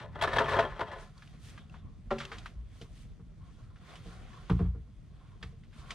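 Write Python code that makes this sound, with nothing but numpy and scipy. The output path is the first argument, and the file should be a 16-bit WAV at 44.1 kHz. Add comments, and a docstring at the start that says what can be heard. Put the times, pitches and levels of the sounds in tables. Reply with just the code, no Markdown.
"""Boarding plank on a small boat

A person handles a boarding plank on a hollow boat by a canal bank, heard from the hull.
A wooden plank scrapes over an edge in stick-slip jerks, and later the wood knocks. Feet and plank thump
the deck and set the hull booming. Gear ticks, cloth and line rustle, and a lumpy low rumble runs below."""
import sys
import numpy as np
from scipy import signal
from scipy.io import wavfile

SR = 44100
rng = np.random.default_rng(int(sys.argv[2]) if len(sys.argv) > 2 else 0)


def pcm_store(signal):
    """Save signal as 16-bit PCM."""
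    levels = np.round(np.clip(np.atleast_2d(signal), -1, 1) * 32767)
    wavfile.write(sys.argv[1], SR, levels.astype(np.int16).T)


N = 261954


def plank_scrape():
    """Stick-slip clicks ring the wood's modes and throw off grit; catches and a knock strike them hard."""
    # pressure of the stroke over the edge: t/s, level/dB
    scrape = [(0.0, -39), (0.1, -64), (0.22, -40), (0.53, -31.5), (0.64, -36), (0.73, -49.5), (0.79, -45.5),
              (1.0, -50), (1.12, -77)]
    # sharp catches during the drag: t/s, level/dB, treble tilt/(dB/octave)
    catches = [(0.153, -35, -5), (0.212, -36.5, 6.5), (0.221, -26, 1.5), (0.236, -16.5, -1.5),
               (0.274, -22, -1.5), (0.332, -31, 3), (0.362, -16.5, -1), (0.384, -15, 0.5),
               (0.403, -19, -4.5), (0.483, -37, 3), (0.5, -36, -1), (0.564, -22, -4.5), (0.588, -13, -0.5),
               (0.636, -26, -6), (0.793, -27.5, -0.5), (0.807, -18, -3.5), (0.914, -41, 2.5)]
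    # the later wooden knock: t/s, level/dB, treble tilt/(dB/octave)
    drop = [(2.107, -27, 0)]
    # the wood's modes: f/Hz, knocked level/dB, dragged level/dB
    modes = [(139.5, -12, -20), (228.4, -4, -23), (384, -3.5, -12.5), (433.7, -9.5, -6.5), (536, -9, -6),
             (574.4, 1.5, -17.5), (594, -41, -5), (670, -22, -4), (735, -14, -11), (763, -7, -17),
             (866, -15, -8.5), (933, -19, -8.5), (1031, -11, -6), (1256, -25, -16.5), (1370, -9.5, -20.5),
             (1479, -29, -9.5), (1735, -13.5, -2.5), (1942, -15.5, -7.5), (3235, -28, -13)]
    # spectrum of the grit: f/Hz, level/dB
    grit_spectrum = [(250, -7.5), (430, -16.5), (1000, 0), (3300, -11), (9600, -40.5), (14500, -46.5)]
    _, catch_db, catch_tilt_db = np.transpose(catches)
    jerky = from_db(1.5 * drift(35))
    drag = from_db(in_time(scrape)[0]) * jerky * (np.arange(N) < scrape[-1][0] * SR)
    stroke = drag + bursts(catches, from_db(catch_db - 6), t60=0.064)
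    slips = grains(per_s=450, spread_db=4.5) * stroke
    body = sum(from_db(db) * ring(slips[k % 2, k // 2 % 2], hz, decay_s(hz, 0.16))
               for k, (hz, _, db) in enumerate(modes))
    body += from_db(-4.5) * ring(slips[0, 0], hz=105, t60=0.064)   # the hull groans along
    bright_db = bursts(catches, catch_tilt_db, t60=0.18)
    grit = stroke * coloured(grains(per_s=1800, spread_db=1.3), grit_spectrum, low_hz=260, bands=12,
                             patchy_db=1, flicker_hz=29.2, tilt_db=bright_db)
    knocked, dragged = np.array(modes)[:, :2], np.array(modes)[:, ::2]
    knocks = strike(drop, knocked, gain_db=-3.5, uneven_db=2, travel_s=0.0048, t60=0.32)
    knocks += strike(catches, dragged, gain_db=-10, uneven_db=5, travel_s=0.002, t60=0.12)
    pan_left = from_db([[1.2], [-1.2]])
    return (from_db(-19) * body + knocks + from_db(-8) * grit) * pan_left


def deck_thumps():
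    """The hull booms, pushed down first, and loose boards and gear shake briefly after each thump."""
    # feet, weight and the plank's end landing: t/s, level/dB, treble tilt/(dB/octave)
    thumps = [(2.315, -42, 17), (2.551, -40.5, -12), (2.811, -33, 10.5), (3.193, -33, 0),
              (4.056, -26.5, 5.5), (4.499, -8, 0), (4.595, -10.5, 0), (4.605, -32, 13), (4.652, -22, -6.5),
              (4.746, -28, 4), (5.426, -26, -1.5), (5.525, -49, 14)]
    # modes of the hollow hull: f/Hz, level/dB
    hull_modes = [(59, -4.5), (85, -7.5), (118, -5.5), (175, -3.5), (235, -14), (310, -17), (400, -18.5),
                  (458, -14), (680, -31.5)]
    boom = -strike(thumps, hull_modes, gain_db=-13, uneven_db=1.8, travel_s=0.00125, t60=0.2,
                   loss=0.42, lean_db=.7, dispersion=1, swell=.02)
    contacts = grains(per_s=1500, spread_db=2.5)[0, 0]
    rattle = rms_one(signal.sosfilt(signal.butter(2, [400, 1200], "band", fs=SR, output="sos"), contacts))
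    shake = bursts(thumps, from_db(np.array(thumps)[:, 1] - 39), t60=0.17)
    return boom + rattle * shake


def gear_taps():
    """Each tap is a crack, a very short tone and a gritty rattle dying away around that pitch."""
    # small ticks and taps: t/s, level/dB, f/Hz, rattle t60/s
    taps = [(1.178, -51, 4540, 0.039), (1.221, -46, 1690, 0.095), (1.274, -50, 2830, 0.044),
            (1.577, -41, 1630, 0.07), (1.697, -47, 2700, 0.0077), (1.7404, -47, 920, 0.17),
            (2.106, -29.5, 1200, 0.16), (2.1835, -37, 2650, 0.22), (2.2018, -32.5, 1540, 0.23),
            (2.2518, -31.5, 2700, 0.03), (2.316, -35, 1500, 0.23), (2.383, -39, 3120, 0.06),
            (2.4583, -33, 1560, 0.067), (2.8136, -44, 3010, 0.12), (3.759, -53.5, 1620, 0.099),
            (3.956, -42.5, 2980, 0.043), (4.331, -47.5, 1730, 0.071), (4.497, -28, 1007, 0.097),
            (4.591, -39.5, 1020, 0.068), (5.413, -55, 1296, 0.05), (5.427, -34, 1796, 0.085),
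            (5.6352, -56, 2060, 0.12), (5.728, -56.5, 1650, 0.47), (5.877, -59, 1300, 0.12),
            (5.9054, -28.5, 2400, 0.084)]
    size = 8192
    out, t = np.zeros((2, N + size)), np.arange(size) / SR
    attack = np.minimum(t / .0008, 1)
    crack_lowpass = signal.butter(2, 9000, fs=SR, output="sos")
    rattle_lowpass = signal.butter(2, 7000, fs=SR, output="sos")
    for s, level_db, hz, t60 in taps:
        grit = rng.standard_normal((2, size)) * from_db(4 * rng.standard_normal(size))
        grit = grit[0] + .2 * grit[1] * [[1], [-1]]   # narrow stereo
        band = signal.butter(1, [hz * 0.43, min(hz * 2.26, .4 * SR)], "band", fs=SR, output="sos")
        rattle = rms_one(signal.sosfilt(np.vstack([band, band, rattle_lowpass]), grit))
        rattle *= from_db(-9.5 - 60 * t / t60)
        crack = rms_one(signal.sosfilt(crack_lowpass, grit)) * from_db(-19 - 60 * t / .015)
        tone = np.sin(2 * np.pi * hz * t) * from_db(-6 - 60 * t / .03)
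        at = round(s * SR)
        out[:, at:at + size] += from_db(level_db) * (rattle + crack + tone) * attack
    return out[:, :N]


def rustle():
    """Cloth rubs in fine grains and line rasps over an edge; moves swell and fade over a faint hiss."""
    # moves of cloth and line: t/s at full level, hold/s, level/dB, treble tilt/(dB/octave)
    moves = [(1.009, 0.02, -62, 2), (1.176, 0.17, -71, 2.5), (1.454, 0.051, -66.5, 5.5),
             (1.537, 0.058, -67, 0.5), (1.73, 0.034, -68, 0), (2.168, 0.31, -64.5, 2),
             (2.75, 0.078, -70, 3.5), (2.959, 0.064, -73.5, 5.5), (3.458, 0.19, -74.5, 2),
             (3.815, .05, -71.5, 1), (3.892, 0.076, -60, 1), (4.066, 0.066, -62.5, 1.8),
             (4.147, 0.47, -63.5, 0.5), (5.16, 0.21, -74, 0.5), (5.459, 0.015, -68, 2),
             (5.788, 0.014, -62.5, 2), (5.91, .04, -56.5, 1)]
    # spectrum of rubbing cloth: f/Hz, level/dB
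    cloth_spectrum = [(300, 7), (1000, -7.5), (2000, -2.5), (5500, -13), (9000, -23), (14500, -37.5)]
    # resonances of the rasping line: f/Hz, level/dB
    rasp_modes = [(740, 3), (1080, 7), (1350, 3), (3400, 4)]
    rise_db_per_s, fall_db_per_s = 193, 156
    hiss_db, hiss_tilt_db = -79.5, 3
    t = np.arange(0, N + 64, 64) / SR
    s, hold, level_db, tilt_db = np.transpose(moves)[:, :, None]
    shape_db = -rise_db_per_s * np.maximum(s - t, 0) - fall_db_per_s * np.maximum(t - s - hold, 0)
    power, hiss = from_db(2 * (level_db + shape_db)), from_db(2 * hiss_db)
    total = power.sum(0) + hiss
    mean_tilt_db = ((power * tilt_db).sum(0) + hiss * hiss_tilt_db) / total   # loud moves set the colour
    level, colour_db = in_time(np.c_[t, np.sqrt(total), mean_tilt_db])
    cloth = coloured(grains(per_s=6000, spread_db=2.5), cloth_spectrum, low_hz=300, bands=11,
                     patchy_db=1.2, flicker_hz=10, tilt_db=colour_db, focus=.78)
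    slips = grains(per_s=2500, spread_db=2.4)[0]
    rasp = rms_one(sum(from_db(db + 4.8 * drift(7.2)) * ring(slips, hz, t60=19 / hz)
                       for hz, db in rasp_modes))
    rasp = rasp[0] + .4 * rasp[1] * [[1], [-1]]   # mid and side
    return level * (cloth + from_db(1 - 1.5 * colour_db) * rasp)   # duller moves rasp more


def rumble():
    """Water and small shifts of weight shake the hull with a low, lumpy noise."""
    # strength of the shaking: t/s, level/dB
    envelope = [(0.0, -42.5), (1.1, -49), (1.9, -45), (3.3, -48.5), (3.7, -48), (4.1, -47), (5.0, -49),
                (5.5, -49.5), (5.94, -46.5)]
    # spectrum of the shaking hull: f/Hz, level/dB
    hull_spectrum = [(30, 11.5), (48, -6), (100, -4.5), (172, -9), (250, -27), (600, -36.5)]
    shaking = coloured(rng.standard_normal((2, 2, N)), hull_spectrum, low_hz=28.4, bands=9,
                       patchy_db=3.5, flicker_hz=24.7, focus=.78)
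    return from_db(in_time(envelope)[0]) * shaking


def bank_echoes(x):
    """Bank and trees return ten dull echoes, five to each side, the later ones fainter."""
    dull, out = signal.lfilter([.3], [1, -.7], x.mean(0)), np.zeros((2, N))
    for k, lag in enumerate((rng.uniform(0.0094, 0.16, 10) * SR).astype(int)):
        out[k % 2, lag:] += dull[:-lag] * from_db(-300 * lag / SR) * (-1) ** (k // 2)
    return out


def strike(blows, modes, gain_db, uneven_db, travel_s, t60, loss=.84, lean_db=2.2, dispersion=.5,
           swell=.09):
    """Each blow rings every mode, leaning left or right; low bending waves arrive later."""
    s, level_db, tilt_db = np.transpose(blows)
    chance, out = rng.standard_normal((len(s), len(modes), 2)), np.zeros((2, N))
    for k, (hz, mode_db) in enumerate(modes):
        force, ring_s = np.zeros((2, N)), decay_s(hz, t60, loss)
        arrival = ((s + travel_s * (200 / hz) ** dispersion) * SR).astype(int)
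        size_db = level_db + mode_db + gain_db + tilt_db * np.log2(hz / 200) + uneven_db * chance[:, k, 0]
        force[:, arrival] = from_db(size_db + lean_db / 2 * chance[:, k, 1] * [[1], [-1]])
        for share, detune in ((.7, -.007), (.5, .007)):   # a close pair that beats
            out += share * ring(force, hz * (1 + detune), ring_s)
        out -= ring(force, hz, swell * ring_s)   # the mode builds up in this share of its decay time
    out *= from_db(1.8 * drift(40))   # the ring shudders
    soft_contact = signal.butter(2, 3 * modes[-1][0], fs=SR, output="sos")
    return signal.sosfilt(soft_contact, out)


def coloured(source, spectrum, low_hz, bands, patchy_db, flicker_hz, tilt_db=0, focus=1):
    """Flickering half-octave bands, tilted by tilt_db an octave about 1 kHz; less focus is wider."""
    # stereo image, widest in the treble: f/Hz, left-right correlation
    likeness = [(60, .88), (400, .93), (3000, .9), (8000, .4), (13000, 0.0)]
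    out, power, together = 0, 0, drift(flicker_hz / 2)
    edges = low_hz * 2 ** (np.arange(bands + 1) / 2)
    for k, (low, high) in enumerate(zip(edges, edges[1:])):
        bandpass = signal.butter(2, [low, high], "band", fs=SR, output="sos")
        mid, side = signal.sosfilt(bandpass, source[k % 2])
        hz = np.sqrt(low * high)
        alike = np.clip(focus * at_hz(likeness, hz), 0, 1)
        stereo = np.sqrt(1 + alike) * mid + np.sqrt(1 - alike) * side * [[1], [-1]]
        band = from_db(at_hz(spectrum, hz)) * stereo
        power += np.mean(band ** 2)
        flicker_db = patchy_db * (0.34 * together + drift(flicker_hz))
        out = out + band * from_db(tilt_db * np.log2(hz / 1000) + flicker_db)
    return out / np.sqrt(power)


def ring(force, hz, t60):
    """One damped mode: a unit click sets a sine of height 1 ringing."""
    r, w = from_db(-60 / (t60 * SR)), 2 * np.pi * hz / SR
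    return signal.lfilter([0, np.sin(w)], [1, -2 * r * np.cos(w), r * r], force + 1e-18)


def decay_s(hz, t60_at_500, loss=0.85):
    """Higher modes lose their energy sooner."""
    return t60_at_500 * (500 / hz) ** loss


def grains(per_s, spread_db):
    """Two unrelated pairs of random click trains of uneven size."""
    sizes = from_db(spread_db * np.minimum(rng.exponential(1, (2, 2, N)), 5))
    signs = rng.choice([-1, 1], (2, 2, N))
    return sizes * signs * (rng.random((2, 2, N)) < per_s / SR)


def bursts(blows, heights, t60):
    """An envelope that rises within a few ms at each blow and dies away."""
    marks = np.zeros(N)
    marks[(np.array(blows)[:, 0] * SR).astype(int)] = heights
    rise = np.exp(-1 / (.002 * SR))
    dying = signal.lfilter([1], [1, -from_db(-60 / (t60 * SR))], marks + 1e-18)
    return signal.lfilter([1 - rise], [1, -rise], dying)


def drift(hz):
    """A smooth random wobble of rms 1, mostly slower than hz."""
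    r = np.exp(-80 * np.pi * hz / SR)
    slow = signal.lfilter([1], [1, -2 * r, r * r], rng.standard_normal(N // 40 + 2002))[2000:]
    return np.interp(np.arange(N) / 40, np.arange(len(slow)), rms_one(slow))


def in_time(rows):
    """Columns of a curve at every sample."""
    s, *columns = np.transpose(rows)
    return [np.interp(np.arange(N) / SR, s, c) for c in columns]


def at_hz(points, hz):
    """Read a spectrum on a log frequency axis."""
    freqs, values = np.transpose(points)
    return np.interp(np.log(hz), np.log(freqs), values)


def from_db(db):
    """Decibels to gain."""
    return 10 ** (np.asarray(db) / 20)


def rms_one(x):
    """Scale to rms 1."""
    return x / np.sqrt(np.mean(x ** 2) + 1e-20)


def scene():
    """Scrapes and hits with faint echoes, over rustle and rumble; the left side is one sample late."""
    near = plank_scrape() + gear_taps() + deck_thumps()
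    echoes = from_db(-24) * bank_echoes(near)
    left, right = near + echoes + rustle() + rumble()
    return np.array([np.r_[0, left[:-1]], right])


def record(dry):
    """The microphone housing lifts three bands; the deepest bass and the top are cut."""
    # housing resonances: f/Hz, width/Hz, lift/dB
    resonances = [(1200, 450, 6), (3400, 600, 3), (9000, 2000, 4)]
    for hz, width_hz, lift_db in resonances:
        dry = dry + (from_db(lift_db) - 1) * signal.lfilter(*signal.iirpeak(hz, hz / width_hz, SR), dry)
    low_cut = signal.sosfilt(signal.butter(6, 41, "high", fs=SR, output="sos"), dry)
    return signal.sosfilt(signal.cheby2(12, 60, 14800, fs=SR, output="sos"), low_cut)


dry = scene()
out = record(dry)
pcm_store(out)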